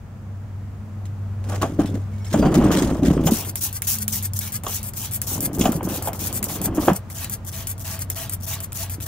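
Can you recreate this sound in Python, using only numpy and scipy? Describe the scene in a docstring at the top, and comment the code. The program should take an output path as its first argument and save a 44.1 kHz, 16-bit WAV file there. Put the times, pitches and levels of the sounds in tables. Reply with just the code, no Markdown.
"""Outdoor air and a far engine hum lie under a person shuffling on concrete by a parked vehicle.
First cloth and grit scrape, the gripped bottle squeaks, and knocks ring through the camera body.
From 3.2 s a trigger sprayer is pumped: each squeeze clicks, creaks, spits and jets filtered noise
onto the steel frame; each return clicks and chatters in stick-slip pulses.
Late on, the splash also rings a hollow rail; a few more knocks come between the strokes."""
import sys
import numpy as np
from scipy import signal
from scipy.fft import rfft, irfft
from scipy.io import wavfile
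from scipy.ndimage import uniform_filter1d

SR = 44100
rng = np.random.default_rng(int(sys.argv[2]) if len(sys.argv) > 2 else 0)


def volts_from_db(level):
    """Convert decibel levels to linear amplitude ratios."""
    exponent = np.asarray(level, float) / 20
    return 10 ** exponent


def file_out(sig):
    """Save sig as 16-bit WAV at sys.argv[1]."""
    # one column per channel
    cols = np.atleast_2d(sig).T
    # limit, then scale
    lim = np.clip(cols, -1, 1)
    pcm = np.round(lim * 32767).astype(np.int16)
    wavfile.write(sys.argv[1], SR, pcm)


N = 399987  # length [samples]

# All levels are relative: the functions below balance the layers.
# outdoor air: (time [s], level [dB])
AIR_LEVEL = [(0.0, -43), (2.35, -39), (2.55, -41), (3.76, -42), (4.75, -41), (5.61, -39.5), (9.07, -40.5)]
# likeness of left and right in the air: (frequency [Hz], likeness [-1 to 1])
AIR_LIKENESS = [(60, 0.97), (180, 0.89), (550, 0.74), (1650, 0.27), (4970, 0.016), (15000, 0.11)]
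# lower and upper engine tone: (time [s], frequency [Hz], level [dB])
LOW_HUM = [(0, 96.1, -40), (.3, 97.6, -35.5), (1.4, 97.93, -27), (2.2, 98.2, -25), (2.5, 98, -39),
           (3.3, 96, -34.5), (3.8, 95, -35.5), (4.35, 97.3, -29), (4.5, 93.1, -35.5), (5.5, 95.57, -37),
           (6.3, 94.5, -36), (7, 93.4, -38), (7.4, 93.85, -37), (9.07, 93.3, -35)]
HIGH_HUM = [(0, 213, -48.5), (2.2, 209.6, -41), (3.6, 215.6, -62), (4, 211.1, -38.5), (4.7, 209.2, -48),
            (6, 204.9, -44), (9.07, 202.6, -54.5)]
# rubbing of the camera body, one table a bout: (time [s], thump level [dB], rasp over thump [dB])
RUBBING = [
    [(1.4, -61, -9), (1.46, -32.5, -6.5), (1.54, -31.5, 5), (1.6, -42, -2), (1.63, -25, 0), (1.68, -34, -7),
     (1.78, -32, -24), (1.79, -12.5, -16.5), (1.87, -32.5, -13), (1.96, -25, -17), (2.01, -42, -23)],
    [(2.31, -44.5, 2), (2.34, -14.5, -18), (2.71, -14.5, -7), (3.01, -25, -10.5), (3.03, -16.5, -14.5),
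     (3.16, -21, -11.5), (3.34, -21.5, -15), (3.39, -39, 3), (3.7, -52, -9)],
    [(4.62, -57, -29), (4.644, -46.5, 15.5), (4.75, -54, -3)],
    [(5.24, -49.5, 2), (5.38, -29.5, -7), (5.55, -30, -10), (5.6, -18, -12.5), (5.67, -23, -7.5),
     (5.9, -33, -0.5), (6.064, -39.5, 6), (6.2, -38, 0.5), (6.45, -36, -2.5), (6.77, -27, -5),
     (6.868, -31.5, -1), (6.884, -11.5, -1), (6.93, -44, -16), (6.99, -53, 13)],
]
# dull bumps through the camera body: (time [s], level [dB], pitch [Hz])
BUMPS = [(1.792, -3.5, 292), (1.94, -17.5, 222), (2.341, -10, 207), (2.4, -10.5, 253), (2.46, -8.5, 195),
         (2.527, -26, 296), (2.588, -8, 228), (2.653, -12.5, 288), (2.698, -11, 290), (2.819, -7, 284),
         (2.922, -10, 278), (3.025, -8.5, 282), (3.107, -5, 166), (3.164, -19, 171), (3.26, -6.5, 167),
         (3.319, -5, 226), (5.595, -18, 267), (5.609, -12.5, 216), (5.691, -9, 226), (5.752, -14.5, 168),
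         (5.85, -16, 180), (5.919, -26, 274), (6.42, -22.5, 201.5), (6.709, -24, 176), (6.779, -9.5, 302),
         (6.878, -8, 342), (6.915, -7.5, 185), (8.982, -29.5, 302)]
# hard taps: (time [s], level [dB], pitch [Hz], bite over tap [dB])
HARD_TAPS = [(1.444, -38, 504, -25), (1.5, -28, 900, -20), (1.533, -20, 606, -33), (1.617, -17, 1020, -17),
             (1.628, -8, 1120, -23), (1.796, -12.5, 540, -22), (2.341, -9.5, 610, -13),
             (2.426, -7.5, 606, -26), (2.456, -8, 573, -20), (2.49, -21, 509, -28),
             (2.612, -12.5, 597, -19), (2.547, -9, 620, -21), (2.656, -11.5, 695, -27), (3.271, -8, 510, 0),
             (4.635, -35, 820, -12), (4.666, -18, 1130, 0), (5.611, -23, 780, 16), (5.655, -8, 746, -2),
             (6.073, -14, 860, -8), (6.779, -15.5, 666, -18), (6.882, -4.5, 488, -19),
             (6.898, -7, 478, -24), (8.102, -31, 543, -13)]
# grit crunching under cloth: (time [s], level [dB], fall time [s])
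GRIT_SCUFFS = [(1.055, -36, 0.1), (1.4416, -35.5, 0.63), (1.4905, -29.5, 0.49), (1.547, -31, 0.14),
               (1.6157, -23.5, 0.37), (1.6626, -58, 0.49), (1.7968, -27, 0.22), (1.858, -27.5, 0.25),
               (1.943, -35, 0.24), (2.1194, -48, 0.36), (2.1824, -41, 0.44), (2.2463, -31.5, 0.22),
               (2.2662, -33, 0.62), (2.3286, -20, 0.32), (2.391, -52, 0.26), (2.421, -38, 0.22),
               (2.4515, -27, 0.17), (2.5132, -38, 0.45), (2.5426, -15, 0.17), (2.571, -33, 0.3),
               (2.638, -26.5, 0.7), (2.7157, -16, 0.45), (2.7833, -20, 0.42), (2.841, -36, 0.58),
               (2.8983, -28, 0.26), (2.9587, -49, 0.44), (3.033, -23, 0.45), (3.0694, -22.5, 0.17),
               (3.125, -47, 0.54), (3.2061, -48, 0.35)]
# squeaks of the gripped bottle: (time [s], level [dB], pitch [Hz])
BOTTLE_SQUEAKS = [(2.215, -53, 5500), (2.259, -51, 5420), (2.13, -52, 2220), (2.2, -50, 2220),
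                  (2.26, -46, 2200), (2.32, -41, 5420), (2.416, -38, 4720), (2.454, -39, 4700),
                  (2.5, -56, 7500), (2.515, -48, 4720), (1.88, -46, 3550)]
# pitches at which the gripped plastic bottle rings: (frequency [Hz])
BOTTLE_PITCHES = [2180, 3340, 4940, 5370, 6260, 7240, 8300, 9150]
# the finger takes up the slack, trapped air spits: (time [s], delay of the spit [s], spit level [dB])
SLACK_AND_SPITS = [(3.238, 0.035, -26), (3.556, 0.022, -33.5), (3.819, 0.027, -35), (4.08, 0.022, -33.5),
                   (4.334, .036, -32), (4.636, 0.028, -40), (4.934, .045, -30), (5.217, 0.021, -37),
                   (5.532, .022, -37), (5.831, 0.023, -37), (6.13, 0.029, -40), (6.428, .03, -35),
                   (6.748, .016, -39), (7.101, 0.015, -41), (7.449, .036, -34.5), (7.779, 0.035, -39),
                   (8.1, .018, -37), (8.403, 0.037, -36.5), (8.72, .045, -31), (9.003, 0.029, -34)]
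# the valve opens and the jet runs until the piston bottoms:
# (time [s], length [s], first level [dB], last level [dB], splash over jet [dB])
JET_STROKES = [(3.304, 0.11, -28, -31.5, -11.5), (3.602, 0.048, -30.5, -21, -21),
               (3.866, 0.077, -21, -23.5, -19), (4.117, 0.059, -24.6, -26.5, -16.5),
               (4.401, 0.077, -33, -35.5, -9.5), (4.673, 0.09, -34.5, -26.5, -15.5),
               (4.989, 0.064, -39, -30.5, -11), (5.262, 0.089, -29, -28, -18.6),
               (5.586, 0.099, -29.5, -36, -12.5), (5.88, 0.092, -37, -32.5, -10),
               (6.185, 0.091, -36, -29.5, -11.5), (6.478, 0.084, -33.4, -32.5, -11.5),
               (6.798, 0.093, -35, -34.5, -10.5), (7.141, 0.096, -41, -33, -10),
               (7.518, 0.098, -39.5, -36.5, -9), (7.839, 0.11, -35.5, -35, -9.5),
               (8.15, 0.09, -35.5, -34, -9), (8.46, 0.079, -35.5, -29, -12.5),
               (8.773, 0.059, -35, -30.5, -12.5), (9.055, 0.08, -34.5, -31, -9)]
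# the lever springs back with evenly paced chatter that grows louder, then dies away:
# (time [s], length [s], first level [dB], last level [dB], slip rate [per s])
LEVER_RETURNS = [(3.449, 0.049, -41, -31.5, 360), (3.726, 0.044, -41, -28, 390),
                 (3.986, .04, -48, -24.5, 382), (4.226, 0.033, -33, -27, 360),
                 (4.521, 0.043, -33, -27, 404), (4.829, 0.06, -38, -33, 360),
                 (5.115, 0.046, -34, -26.5, 385), (5.403, 0.055, -37, -22.5, 420),
                 (5.72, 0.048, -39, -33, 280), (6.025, 0.058, -36.5, -29.5, 360),
                 (6.333, 0.045, -35, -26.5, 395), (6.611, 0.047, -41, -22, 336),
                 (6.934, 0.03, -57, -27, 366), (7.295, 0.044, -48, -24.5, 330),
                 (7.671, 0.045, -34, -30, 380), (7.992, 0.03, -44, -26.5, 303),
                 (8.291, 0.046, -56, -26, 320), (8.604, 0.038, -59, -29, 308),
                 (8.896, 0.049, -37, -34, 339)]
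# trigger and valve clicks: (time [s], level [dB], lower body over click [dB])
LEVER_CLICKS = [(3.238, -33, 7), (3.267, -21, 3), (3.4485, -24, 1), (3.5566, -11.5, -11.5),
                (3.5935, -23, -31), (3.7284, -18, -24), (3.8203, -11, -8.5), (3.8712, -13.5, -13),
                (3.986, -13.5, -33), (4.08, -7.5, -15), (4.226, -18, -23), (4.335, -16, -28),
                (4.39, -7.5, -38), (4.5216, -19, -33), (4.636, -19.5, -8), (4.8299, -20, -23),
                (4.9362, -22.5, -9), (5.112, -23, -15), (5.217, -10, -15), (5.38, -22, -25),
                (5.4065, -11.5, -23), (5.962, -21, -10), (6.272, -14, -16), (7.245, -16, -8),
                (3.954, -15, -25), (4.168, -18, -18), (8.544, -19, -16), (5.5318, -25, -17),
                (5.7207, -16.5, -11), (5.831, -22, -18), (6.0243, -17, -18), (6.132, -18, -9.5),
                (6.328, -14, -24), (6.4282, -10.5, -8.5), (6.4418, -9.5, -17), (6.616, -17, -12),
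                (6.749, -25, -27), (6.9333, -18, -22), (7.101, -26, -6.5), (7.2974, -15.5, -18),
                (7.4486, -30, -23), (7.671, -13, -15), (7.7791, -36, -11), (7.8032, -29, -9),
                (7.992, -19, -14), (8.101, -10.5, -13.5), (8.296, -15, -15), (8.403, -36, -11),
                (8.604, -17, -11), (8.7214, -24, -5), (8.897, -23, -6), (9.0026, -29, 3.5)]
# ringing of the hollow steel rail: (frequency [Hz], width [Hz], level [dB])
RAIL_RINGS = [(662, 13, -1.5), (850, 50, -10), (1130, 60, -8), (1650, 60, -9), (1880, 60, -9)]
# noise colours, each: (frequency [Hz], level [dB])
AIR_COLOUR = [(18, -29), (30, -14), (46, -5), (80, -3), (115, 0), (150, -7.5), (234, -14.5), (370, -23),
              (620, -23.5), (1350, -29), (3950, -46.5), (7000, -45.5), (10000, -52.5), (15600, -51)]
THUMP_COLOUR = [(20, 2), (38, -23), (55, -1), (91, -12.5), (161, 0), (252, -2.5), (286, 0.5), (350, -4.5),
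                (460, -16), (600, -15), (1000, -50.5)]
RASP_COLOUR = [(260, -12), (450, -1), (608, -1.5), (744, -1), (900, -5.5), (1150, -6.5), (1410, -12),
               (2240, -23), (3250, -22), (5500, -120)]
BITE_COLOUR = [(800, -47), (1500, -28), (2200, -1), (3200, 10.5), (4500, -8), (7000, 10), (10000, -29)]
GRIT_COLOUR = [(900, -19), (1600, 0.5), (2400, -5), (3600, -2), (4300, -7), (6800, -1.5), (8000, -5),
               (10500, -8), (15600, -11.5)]
JET_COLOUR = [(2060, -31), (3500, -15), (4490, -13.5), (5740, -3.5), (6830, -3.5), (7650, -6),
              (12900, -4.5), (14200, -0.5), (15600, -4.5)]
SPLASH_COLOUR = [(450, -45), (800, 1.5), (1300, -2.5), (2000, -2.5), (3000, 2), (4500, -1), (6000, -11)]
PUMP_COLOUR = [(1760, -25.5), (3000, -13), (3420, -4.5), (3900, -18), (4670, -4.5), (6450, -1.5), (8800, 7),
               (9560, 3), (13100, 7), (15600, 0.5)]
LEVER_COLOUR = [(450, -60), (750, -14), (1100, -4), (2000, 0), (3800, -3), (5000, -25)]

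# bands in which a coloured noise is levelled [Hz]
HISS_BAND, BODY_BAND, RASP_BAND = (4000, 15500), (1500, 3800), (500, 1600)


def evened(x):
    """Scales to rms 1."""
    return x / np.sqrt(np.mean(x ** 2) + 1e-20)


def read(points, hz):
    """Reads a spectrum on a log-frequency axis."""
    f, value = np.transpose(points)
    return np.interp(np.log(hz + 1), np.log(f + 1), value)


def column(tables, count, rest):
    """One column of several tables over time, with a resting value between them."""
    out = np.full(N, float(rest))
    for rows in tables:
        rows = np.array(rows)
        at = np.arange(round(rows[0, 0] * SR), min(round(rows[-1, 0] * SR), N))
        out[at] = np.interp(at / SR, rows[:, 0], rows[:, count])
    return out


def coloured(x, tone, band):
    """Causal minimum-phase filter with this spectrum; white input of rms 1 gives rms 1 in the band."""
    hz = abs(np.fft.fftfreq(8192, 1 / SR))
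    log_gain = np.log(volts_from_db(np.maximum(read(tone, hz), -100)))
    phase = -signal.hilbert(log_gain).imag
    taps = np.fft.ifft(np.exp(log_gain + 1j * phase)).real[:4096]
    inside = (hz > band[0]) & (hz < band[1])
    taps /= np.sqrt(np.mean(np.exp(2 * log_gain) * inside))
    return signal.oaconvolve(x, taps.reshape((1,) * (x.ndim - 1) + (-1,)), axes=-1)[..., :N]


def resonate(x, hz, width):
    """A resonance that follows hz, for noise: shift down, smooth, shift back up."""
    turn = np.exp(2j * np.pi * np.cumsum(hz * np.ones(N)) / SR)
    r = np.exp(-np.pi * width / SR)
    smooth = signal.lfilter([1 - r], [1, -r], x / turn)
    return evened((turn * smooth).real)


def slips(per_s, jitter, spread_db):
    """Stick-slip: near regular pulses of uneven size."""
    wander = evened(uniform_filter1d(rng.standard_normal(N), 200))
    cycles = np.cumsum(per_s * np.maximum(1 + jitter * wander, .1)) / SR
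    pulses = np.diff(np.floor(cycles), prepend=0)
    return pulses * volts_from_db(spread_db * rng.standard_normal(N)) * np.sqrt(SR / per_s)


def random_hits(per_s, spread_db):
    """Sparse impulses at random times, with a few much larger than the rest."""
    return volts_from_db(spread_db * np.minimum(rng.exponential(1, N), 4)) * (rng.random(N) < per_s / SR)


def grains(per_s, spread_db, ms, bed, same):
    """Random dying noise bursts over a steady bed; the ports share the bursts, partly the noise."""
    swell = signal.lfilter([1], [1, -np.exp(-1000 / SR / ms)], random_hits(per_s, spread_db))
    left, other = rng.standard_normal((2, N))
    same = np.clip(same, 0, 1)
    right = same * np.roll(left, 2) + np.sqrt(1 - same ** 2) * other
    return evened((bed + evened(swell)) * np.array([left, right]))


def patchy(x, depth_db, hz_wide, ms_long):
    """The colour of a hiss drifts: random patches of louder and softer bands."""
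    z = signal.stft(x, nperseg=256, noverlap=192)[2]
    wide = max(int(hz_wide * 256 / SR), 1)  # bins
    long = max(int(ms_long * SR / 64000), 1)  # hops of 64 samples
    field = rng.standard_normal(z.shape[:0:-1]).T
    field = uniform_filter1d(uniform_filter1d(field, wide, 0), long, 1)
    gain = volts_from_db(depth_db * evened(field))
    return signal.istft(z * evened(gain), nperseg=256, noverlap=192)[1][:, :N]


def bursts(s, db, t60, spike):
    """A spike and a dying puff of noise for each blow."""
    out, t = np.zeros(N), np.arange(4000) / SR
    for start, size, puff in zip(s, volts_from_db(db), rng.standard_normal((len(s), 4000))):
        part = out[round(start * SR):][:4000]
        part += (size * (puff * volts_from_db(-60 * t / t60) + spike * (t == 0)))[:len(part)]
    return out


def rings(s, db, hz, rise, t60):
    """A few cycles that swell and die for each blow."""
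    out, t = np.zeros(N), np.arange(5000) / SR
    shape = (1 - np.exp(-(t / rise) ** 2)) * volts_from_db(-60 * t / t60)
    for start, size, f in zip(s, volts_from_db(db), hz):
        part = out[round(start * SR):][:5000]
        part += (size * shape / shape.max() * np.sin(2 * np.pi * f * t))[:len(part)]
    return out


def crackles(per_s, pitches, t60):
    """Sparse small slips that each ring briefly on one of the pitches."""
    size = random_hits(per_s, 2.2)
    kind, t = rng.integers(0, len(pitches), N), np.arange(3000) / SR
    out = np.zeros(N)
    for k, f in enumerate(pitches):
        ring = volts_from_db(-60 * t / t60) * np.sin(2 * np.pi * f * t)
        out += signal.oaconvolve(size * (kind == k), ring)[:N]
    return evened(out)


def strokes(s, length, first_db, last_db, rise, fall_db_per_s):
    """Each stroke rises, runs from its first to its last level, then dies away."""
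    out, t = np.zeros(N), np.arange(12000) / SR
    for start, run, a_db, b_db in zip(s, length, first_db, last_db):
        level_db = a_db + (b_db - a_db) * np.minimum(t / run, 1) - fall_db_per_s * np.maximum(t - run, 0)
        part = out[round(start * SR):][:len(t)]
        part += (np.minimum(t / rise, 1) ** 2 * volts_from_db(level_db))[:len(part)]
    return out


def underbody(x, wet_db, t60):
    """Short echoes between concrete and floor pan, different at each port, drifting among four patterns."""
    t, out = np.arange(3000) / SR, np.zeros((2, N))
    turn = np.cumsum(rng.uniform(0, 60, N)) / SR  # place in the round of four patterns
    for k in range(4):
        tail = rng.standard_normal((2, 3000)) * volts_from_db(-60 * t / t60) * (t > .0001)
        tail *= volts_from_db(wet_db) / np.linalg.norm(tail[0])
        tail[0, 0], tail[1, 2] = 1, 1  # the sound reaches the left port first
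        distance = np.clip((turn - k + 2) % 4 - 2, -1, 1)
        share = np.maximum(np.cos(np.pi / 2 * distance), 0)
        out += signal.oaconvolve((x * share)[None], tail / np.linalg.norm(tail[0]), axes=1)[:, :N]
    return out


def air():
    """Distant traffic and outdoor air: coloured noise, near mono in the bass."""
    hz = np.fft.rfftfreq(N, 1 / SR)
    same = np.clip(read(AIR_LIKENESS, hz), -1, 1)
    a, b = rfft(rng.standard_normal((2, N)))
    pair = irfft([a, same * a + np.sqrt(1 - same ** 2) * b], N)
    level_db = column([AIR_LEVEL], count=1, rest=AIR_LEVEL[-1][1])
    return volts_from_db(level_db) * coloured(pair, AIR_COLOUR, (110, 200))


def hum(rows, width, fuzz):
    """A far engine order: a tone with a wavering halo of narrow noise."""
    hz = column([rows], count=1, rest=rows[-1][1])
    tone = np.sqrt(2) * np.sin(2 * np.pi * np.cumsum(hz) / SR)
    halo = resonate(rng.standard_normal(N), hz, width)
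    level_db = column([rows], count=2, rest=rows[-1][2])
    return volts_from_db(level_db) * evened(tone + fuzz * halo)


def rubbing():
    """Rubbing drives the camera body: a low thump and a rougher rasp of grainy noise."""
    thump_db = column(RUBBING, count=1, rest=-120)
    thump_noise = grains(120, 3.5, 3.6, 0.94, 0.99)
    thump = coloured(volts_from_db(thump_db - 0.5) * thump_noise, THUMP_COLOUR, (130, 450))
    rasp_db = thump_db + column(RUBBING, count=2, rest=0)
    rasp_noise = patchy(grains(110, 2.6, 5.0, 0.91, 0.88), 1, 350, 30)
    return thump + coloured(volts_from_db(rasp_db - 4.0) * rasp_noise, RASP_COLOUR, RASP_BAND)


def knocks():
    """Dull bumps ring low in the camera body; hard taps add a noisy bite and echo."""
    thuds = rings(*np.transpose(BUMPS), rise=0.0012, t60=0.069)
    s, db, hz, bite_db = np.transpose(HARD_TAPS)
    bite = coloured(bursts(s, db + bite_db - 11.5, 0.054, 5.8), BITE_COLOUR, (2000, 8000))
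    taps = rings(s, db - 5.0, hz, rise=0.00066, t60=0.036)
    taps += coloured(bursts(s, db - 14.0, 0.15, 1.7), RASP_COLOUR, RASP_BAND)
    return thuds + underbody(taps + bite, -4.0, 0.099)


def grit_and_squeaks():
    """Grit crunches on concrete in grainy puffs; the gripped bottle slips and rings at its pitches."""
    s, db, t60 = np.transpose(GRIT_SCUFFS)
    grit_gain = strokes(s, t60, db - 13, db - 74.5, rise=0.0036, fall_db_per_s=300)
    grit = grit_gain * patchy(grains(170, 3.6, 5, .55, .35), 1.8, 1200, 30)
    ringing = crackles(70, BOTTLE_PITCHES, 0.074)
    squeaks = underbody(grit_gain * volts_from_db(-10.5) * ringing, 1.6, 0.0073)
    onsets = underbody(bursts(s, db - 12.5, 0.018, 5.9), -0.84, 0.0084)
    grit = coloured(grit + onsets, GRIT_COLOUR, (2500, 15000))
    clear_squeaks = rings(*np.transpose(BOTTLE_SQUEAKS), rise=0.0038, t60=0.099)
    return volts_from_db(2.5) * grit + squeaks + clear_squeaks


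def spit_gain():
    """Trapped air spits from the nozzle: a brief bell-shaped puff after each take-up of the slack."""
    t, width_s = np.arange(N) / SR, 0.016
    grip, after, spit_db = np.transpose(SLACK_AND_SPITS)
    return sum(volts_from_db(db) * np.exp(-((t - at) / width_s) ** 2) for at, db in zip(grip + after, spit_db))


def jet_hiss(spits):
    """Liquid and air tear through the nozzle: bright grainy noise, nearly unlike at the two ports."""
    s, length, first_db, last_db, _ = np.transpose(JET_STROKES)
    flow = spits + strokes(s, length, first_db, last_db, rise=0.009, fall_db_per_s=445)
    return coloured(flow * patchy(grains(1300, 3.6, 0.77, 1.6, 0.025), 1.55, 1500, 25), JET_COLOUR, HISS_BAND)


def splash_and_rail(spits):
    """The jet strikes the steel frame: a duller splash, and later ringing of the hollow rail."""
    s, length, first_db, last_db, splash_db = np.transpose(JET_STROKES)
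    gain = strokes(s, length, first_db + splash_db, last_db + splash_db, rise=0.013, fall_db_per_s=185)
    gain += volts_from_db(-18.5) * spits
    splash_noise = patchy(grains(900, 1.6, 0.92, 2.0, 0.6), 3.3, 400, 40)
    splash = coloured(gain * splash_noise, SPLASH_COLOUR, BODY_BAND)
    ring = sum(volts_from_db(db) * resonate(rng.standard_normal(N), hz, width) for hz, width, db in RAIL_RINGS)
    late = np.clip((np.arange(N) / SR - 6.6) / 0.39, 0, 1)  # the jet moves onto the hollow rail
    return splash, late * ring * uniform_filter1d(gain, 900)


def push_creak():
    """The piston creaks in stick-slip pulses through the slack and the squeeze."""
    grip, length = np.transpose(SLACK_AND_SPITS)[0], np.transpose(JET_STROKES)[1]
    level_db, slack_s = np.full(len(grip), -46.0), 0.028
    pushing = strokes(grip, slack_s + length, level_db, level_db, rise=0.0017, fall_db_per_s=445)
    return pushing * slips(192, .15, 4)


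def lever_return():
    """The spring drives the lever back: stick-slip chatter and the hiss of suction."""
    s, length, first_db, last_db, per_s = np.transpose(LEVER_RETURNS)
    back = strokes(s, length, first_db, last_db, rise=0.0028, fall_db_per_s=884)
    slip_rate = per_s[np.maximum(np.searchsorted(s, np.arange(N) / SR) - 1, 0)]
    chatter = back * .86 * slips(slip_rate, .035, 2)
    suction_noise = patchy(grains(600, 2.5, 1.1, 1.1, .2), 2.5, 1500, 60)
    return chatter, coloured(back * .55 * suction_noise, PUMP_COLOUR, HISS_BAND)


def lever_clicks(chatter):
    """Lever and valve click: a bright click and a lower body that chatter also excites."""
    s, db, body_db = np.transpose(LEVER_CLICKS)
    clicks = coloured(bursts(s, db - 13.5, 0.043, 12.3), PUMP_COLOUR, HISS_BAND)
    body = bursts(s, db + body_db - 16.0, 0.049, 5.7) + volts_from_db(-18.0) * chatter
    body = coloured(body, LEVER_COLOUR, BODY_BAND)
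    return underbody(clicks, 1.7, 0.0045), underbody(body, -0.22, 0.055)


def sprayer():
    """The pumped sprayer: jet, splash, creak both ways and clicks, the bright parts nearer the left."""
    spits = spit_gain()
    jet = jet_hiss(spits)
    splash, rail = splash_and_rail(spits)
    chatter, suction = lever_return()
    creak = underbody(coloured(push_creak() + chatter, PUMP_COLOUR, HISS_BAND), -1.5, .003)
    clicks, body = lever_clicks(chatter)
    near_left = volts_from_db([[1.6], [-1.6]])
    return volts_from_db(2.0) * (near_left * (jet + suction + creak + clicks) + splash + body) + rail


def scene():
    """All sources at the two microphone ports, the engine a little to the left."""
    engine = hum(LOW_HUM, width=3.46, fuzz=0.28) + hum(HIGH_HUM, width=6.6, fuzz=1.0)
    shuffle = rubbing() + knocks() + grit_and_squeaks()
    return air() + engine * volts_from_db([[.4], [-.4]]) + shuffle + sprayer()


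def top_cut(x):
    """Nothing passes above the cut-off."""
    return signal.sosfilt(signal.butter(12, 16970, fs=SR, output="sos"), x)


def record(dry):
    """Bass cut, soft overload and a steep treble limit."""
    bass_cut = signal.butter(2, 30, "high", fs=SR, output="sos")
    treble_limit = signal.firwin(801, 15760, window=("kaiser", 5), fs=SR)
    mix = signal.sosfilt(bass_cut, dry)
    mix = 1.3 * np.tanh(mix / 1.3)
    mix = signal.oaconvolve(mix, treble_limit[None], "same")
    return top_cut(mix)


dry = scene()
out = record(dry)
file_out(out)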